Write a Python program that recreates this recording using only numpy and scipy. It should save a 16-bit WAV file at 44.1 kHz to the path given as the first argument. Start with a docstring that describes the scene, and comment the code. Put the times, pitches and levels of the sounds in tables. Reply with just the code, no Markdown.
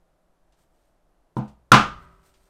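"""Over quiet room air, tools knock lightly in the hands and leather rustles. A mallet taps a steel
punch once to seat it in leather on a hard block: the punch clacks, the workbench thuds and a small
workshop echoes. One hard blow then drives the punch home, bright enough to crack and loud enough to
overload the microphone. Loose things ring on; the hands rustle again, with a faint high shimmer
from the punch."""
import sys
import numpy as np
from scipy import signal
from scipy.fft import rfft, irfft, next_fast_len
from scipy.io import wavfile

SR = 44100
rng = np.random.default_rng(int(sys.argv[2]) if len(sys.argv) > 2 else 0)


def unload_audio(sound):
    """Save the sound as a 16-bit wav file, at the path given as the first command line argument."""
    columns = np.transpose(np.atleast_2d(sound))
    # keep every value between -1 and 1, then stretch to whole-number steps
    steps = np.round(np.clip(columns, -1, 1) * 32767)
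    wavfile.write(sys.argv[1], SR, steps.astype(np.int16))


N = 109809


def undb(db):
    """Amplitude ratio: tenfold for every 20 dB."""
    return 10 ** (np.asarray(db) / 20)


def noise(colour):
    """Random phases under a spectral envelope sum to noise, here of unit rms."""
    hz, db = np.array(colour)[:, :2].T
    f = np.maximum(np.arange(N // 2 + 1) * SR / N, 1)
    magnitude = undb(np.interp(np.log(f), np.log(hz), db))
    y = irfft(magnitude * np.exp(2j * np.pi * rng.random(len(f))), N)
    return y / y.std()


def fade(t, t60_s):
    """Exponential decay from t = 0."""
    return (t >= 0) * np.exp(-np.log(1000) * np.maximum(t, 0) / t60_s)


def rise(t, rise_s):
    """Smooth onset from t = 0."""
    return 1 - np.exp(-(np.maximum(t, 0) / rise_s) ** 2)


def ring(t, modes):
    """Free vibration is a sum of damped sinusoids."""
    return sum(undb(db) * np.sin(2 * np.pi * hz * t) * fade(t, t60) for hz, db, t60 in modes)


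# room air spectrum: frequency_hz, relative_db
AIR_SPECTRUM = [(20, -5), (45, -5.5), (76, -21.5), (130, -21.5), (178, -15.5), (215, -25), (340, -19.5),
                (430, -24.5), (630, -18), (860, -25), (1350, -29.5), (2300, -39.5), (5000, -44.5),
                (12500, -47), (16000, -65.5)]
def room_air():
    """Stationary noise, strongest in the bass, sets the noise floor."""
    return undb(-65.5) * noise(AIR_SPECTRUM)


# knocks of tools in the hands: start_s, level_db
KNOCKS = [(.523, -69.5), (1.479, -62), (1.972, -76), (2.34, -64)]
# their spectrum: frequency_hz, relative_db
KNOCK_SPECTRUM = [(200, 0), (1500, 2), (2800, 4.5), (5000, 1.5), (9000, -4), (11000, -14), (16000, -25)]
def tool_knocks(t):
    """Light impacts excite broadband transients that decay exponentially."""
    return noise(KNOCK_SPECTRUM) * sum(undb(db) * fade(t - at, t60_s=0.2) for at, db in KNOCKS)


# rubs of hands and leather, plus a faint high punch shimmer at 2.14 s: peak_s, half_length_s, level_db
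SWELLS = [(0.609, 0.038, -71.5), (0.812, 0.11, -77.5), (1.38, 0.012, -58), (1.476, 0.062, -75),
          (2.028, 0.033, -73), (2.14, 0.11, -76.5), (2.273, 0.036, -65), (2.437, 0.124, -71.5)]
# their spectrum: frequency_hz, relative_db
SWELL_SPECTRUM = [(150, 3), (700, -4), (1500, -1), (2800, -5), (5000, -6), (7000, -7), (8700, -2),
                  (10500, -15), (13500, -8), (16000, -23)]
def rubs_and_shimmer(t, grain_db=2, grains_per_s=300):
    """Friction and the punch's shimmer sound as noise swells; random modulation gives the grain."""
    envelope = sum(undb(db) * np.exp(-((t - at) / half) ** 2) for at, half, db in SWELLS)
    swells = noise(SWELL_SPECTRUM) * envelope
    grain = np.interp(t * grains_per_s, np.arange(N), rng.standard_normal(N))
    return swells * undb(grain_db * grain)


def punch_clack(t, low_db, high_db, t60_s, low_hz=949, high_hz=1366):
    """Impact excites two heavily damped modes of the hand-held punch."""
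    return ring(t, [(low_hz, low_db, t60_s), (high_hz, high_db, t60_s)]) * rise(t, 0.0013)


# contact spectrum: frequency_hz, relative_db
CRACK_SPECTRUM = [(60, -28), (140, -13.5), (300, -4.5), (450, -6), (750, -2.5), (1550, -3), (2200, -11),
                  (3600, -3), (4800, -15.5), (6200, -13), (7500, -24), (9000, -19.5), (11000, -30.5),
                  (16000, -41)]
def contact_crack(t):
    """A brief contact spreads its energy over a wide band."""
    return undb(-6) * noise(CRACK_SPECTRUM) * fade(t, t60_s=0.048) * rise(t, 0.0008)


# modes of the block's thump, the bench top and its heavy frame: pitch_hz, relative_db, t60_s
THUMP_MODES = [(165, -9.5, 0.097), (300, -7, 0.026)]
BENCH_MODES = [(129.8, -2.5, .19), (137.56, -12, .15), (146.3, -25, 0.21), (209.4, -6.5, .25),
               (222.8, -9, .2), (255.7, -16.5, 0.19), (286, -23, 0.085), (318.7, -18, 0.19),
               (391.4, -25, 0.13), (499.3, -22.5, .22)]
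FRAME_MODES = [(61, -36.5, 1.1), (77.6, -36, .5), (125, -48, 1.1)]
def bench_thud(t, low_cut_hz=95):
    """The block drives the bench into resonance; the top's deepest bass is cut away, while the frame rumbles
    on."""
    swell = rise(t, 0.017)
    top = ring(t, THUMP_MODES) + ring(t, BENCH_MODES) * swell
    low_cut = signal.butter(2, low_cut_hz, "highpass", fs=SR, output="sos")
    return signal.sosfilt(low_cut, top) + ring(t, FRAME_MODES) * swell


# resonances of room and bench, and of loose things on the bench: pitch_hz, relative_db, t60_s
ROOM_BENCH_MODES = [(751.3, -20, 0.26), (838, -18, 0.21), (810, -17, 0.27), (903, -24, 0.3),
                    (956, -16.5, 0.08), (1020, -6.5, 0.19), (1087, -24, 0.41), (1143, -16.5, 0.17),
                    (1213.4, -11, 0.37), (1263, -17.5, .26), (1351, -13, 0.34), (1423, -14.5, 0.21),
                    (1485, -14.5, 0.29), (1503, -18, .26)]
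LOOSE_MODES = [(168, -39, .9), (383, -61, 2.8), (588, -59, 1.8), (975, -47, 1.1), (1132, -45, .8),
               (1228, -34, .7), (1262, -37, .7), (1318, -45, 1.1), (1556, -45, .75), (1970, -53, .9),
               (2063, -53, .8)]
# after-ring of bench and tool rack: frequency_hz, relative_db
AFTER_RING_SPECTRUM = [(25, -6.5), (45, 3), (90, -6.5), (200, -8.5), (400, -20.5), (900, -19), (1280, -9.5),
                       (1700, -21.5), (2500, -27), (5000, -37.5), (12000, -55)]
def sympathetic_ring(t):
    """Resonances of room, bench, rack and loose things ring on after a blow."""
    after_ring = undb(-33) * noise(AFTER_RING_SPECTRUM) * fade(t, t60_s=0.87)
    return (ring(t, ROOM_BENCH_MODES) + ring(t, LOOSE_MODES) + after_ring) * rise(t, 0.01)


# reverberation bands: frequency_hz, relative_db, t60_s
ROOM_BANDS = [(39.57, -27.5, .8), (90, -22.5, .35), (179, -6, .3), (303, -5, .29), (436.8, -16, 0.33),
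              (780, -5, .27), (1050, -5.5, 0.3), (1450, -1.5, 0.3), (1890, -12.5, .29), (2908, -12, .3),
              (4200, -21, .3), (6300, -24.5, .275), (8333, -33.5, 0.27), (11495, -45, 0.25),
              (16000, -48.5, .19)]
def workshop_echo(t, delay_s=0.0092):
    """Dense wall reflections merge into reverberation; the treble dies first."""
    hz, _, t60s = np.array(ROOM_BANDS).T
    spectrum = rfft(noise(ROOM_BANDS))
    f = np.maximum(np.arange(len(spectrum)) * SR / N, 1)
    tail = 0
    for share, t60_s in zip(np.eye(len(hz)), t60s):
        band = irfft(spectrum * np.interp(np.log(f), np.log(hz), share), N)
        tail += band * fade(t, t60_s)
    return undb(-6) * tail * rise(t - delay_s, 0.0088)


def mallet_contact(x, cutoff_hz, order=14, leak_db=-17.5):
    """A contact acts as a low-pass filter: the gentler the blow, the lower the cut-off."""
    size = next_fast_len(2 * N)
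    f = np.arange(size // 2 + 1) * SR / size
    gain = 1 / np.sqrt(1 + (f / cutoff_hz) ** (2 * order)) + undb(leak_db)
    # minimum phase, so that nothing sounds before the blow
    cepstrum = irfft(np.log(gain), size)
    cepstrum[1:size // 2] *= 2
    cepstrum[size // 2:] = 0
    return irfft(rfft(x, size) * np.exp(rfft(cepstrum)), size)[:N]


# seating tap, then hard blow:
# start_s, bright_gain_db, bench_gain_db, cutoff_hz, clack_low_db, clack_high_db, clack_t60_s
BLOWS = [(1.367, -19.5, -10, 952, -18.5, -30, 0.032), (1.7177, 1, 1, 14890, 2.5, 10.5, .022)]
def mallet_blow(t, bright_gain_db, bench_gain_db, cutoff_hz, *clack_settings):
    """One impact excites clack and thud; contact hardness shapes its crack, ring and echo."""
    clack = punch_clack(t, *clack_settings)
    thud = undb(bench_gain_db) * bench_thud(t)
    bright = contact_crack(t) + sympathetic_ring(t) + workshop_echo(t)
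    return clack + thud + undb(bright_gain_db) * mallet_contact(bright, cutoff_hz)


def scene():
    """Superposition: air, handling and two blows add in one channel."""
    t = np.arange(N) / SR
    background = room_air() + tool_knocks(t) + rubs_and_shimmer(t)
    blows = sum(mallet_blow(t - start_s, *settings) for start_s, *settings in BLOWS)
    return (background + blows)[None]


def record(dry, top_hz=15750):
    """Overload clips the peaks at full scale; a low-pass filter then limits the bandwidth."""
    low_pass = signal.ellip(8, .1, 70, top_hz, fs=SR, output="sos")
    return signal.sosfilt(low_pass, np.clip(dry, -1, 1))


dry = scene()
out = record(dry)
unload_audio(out)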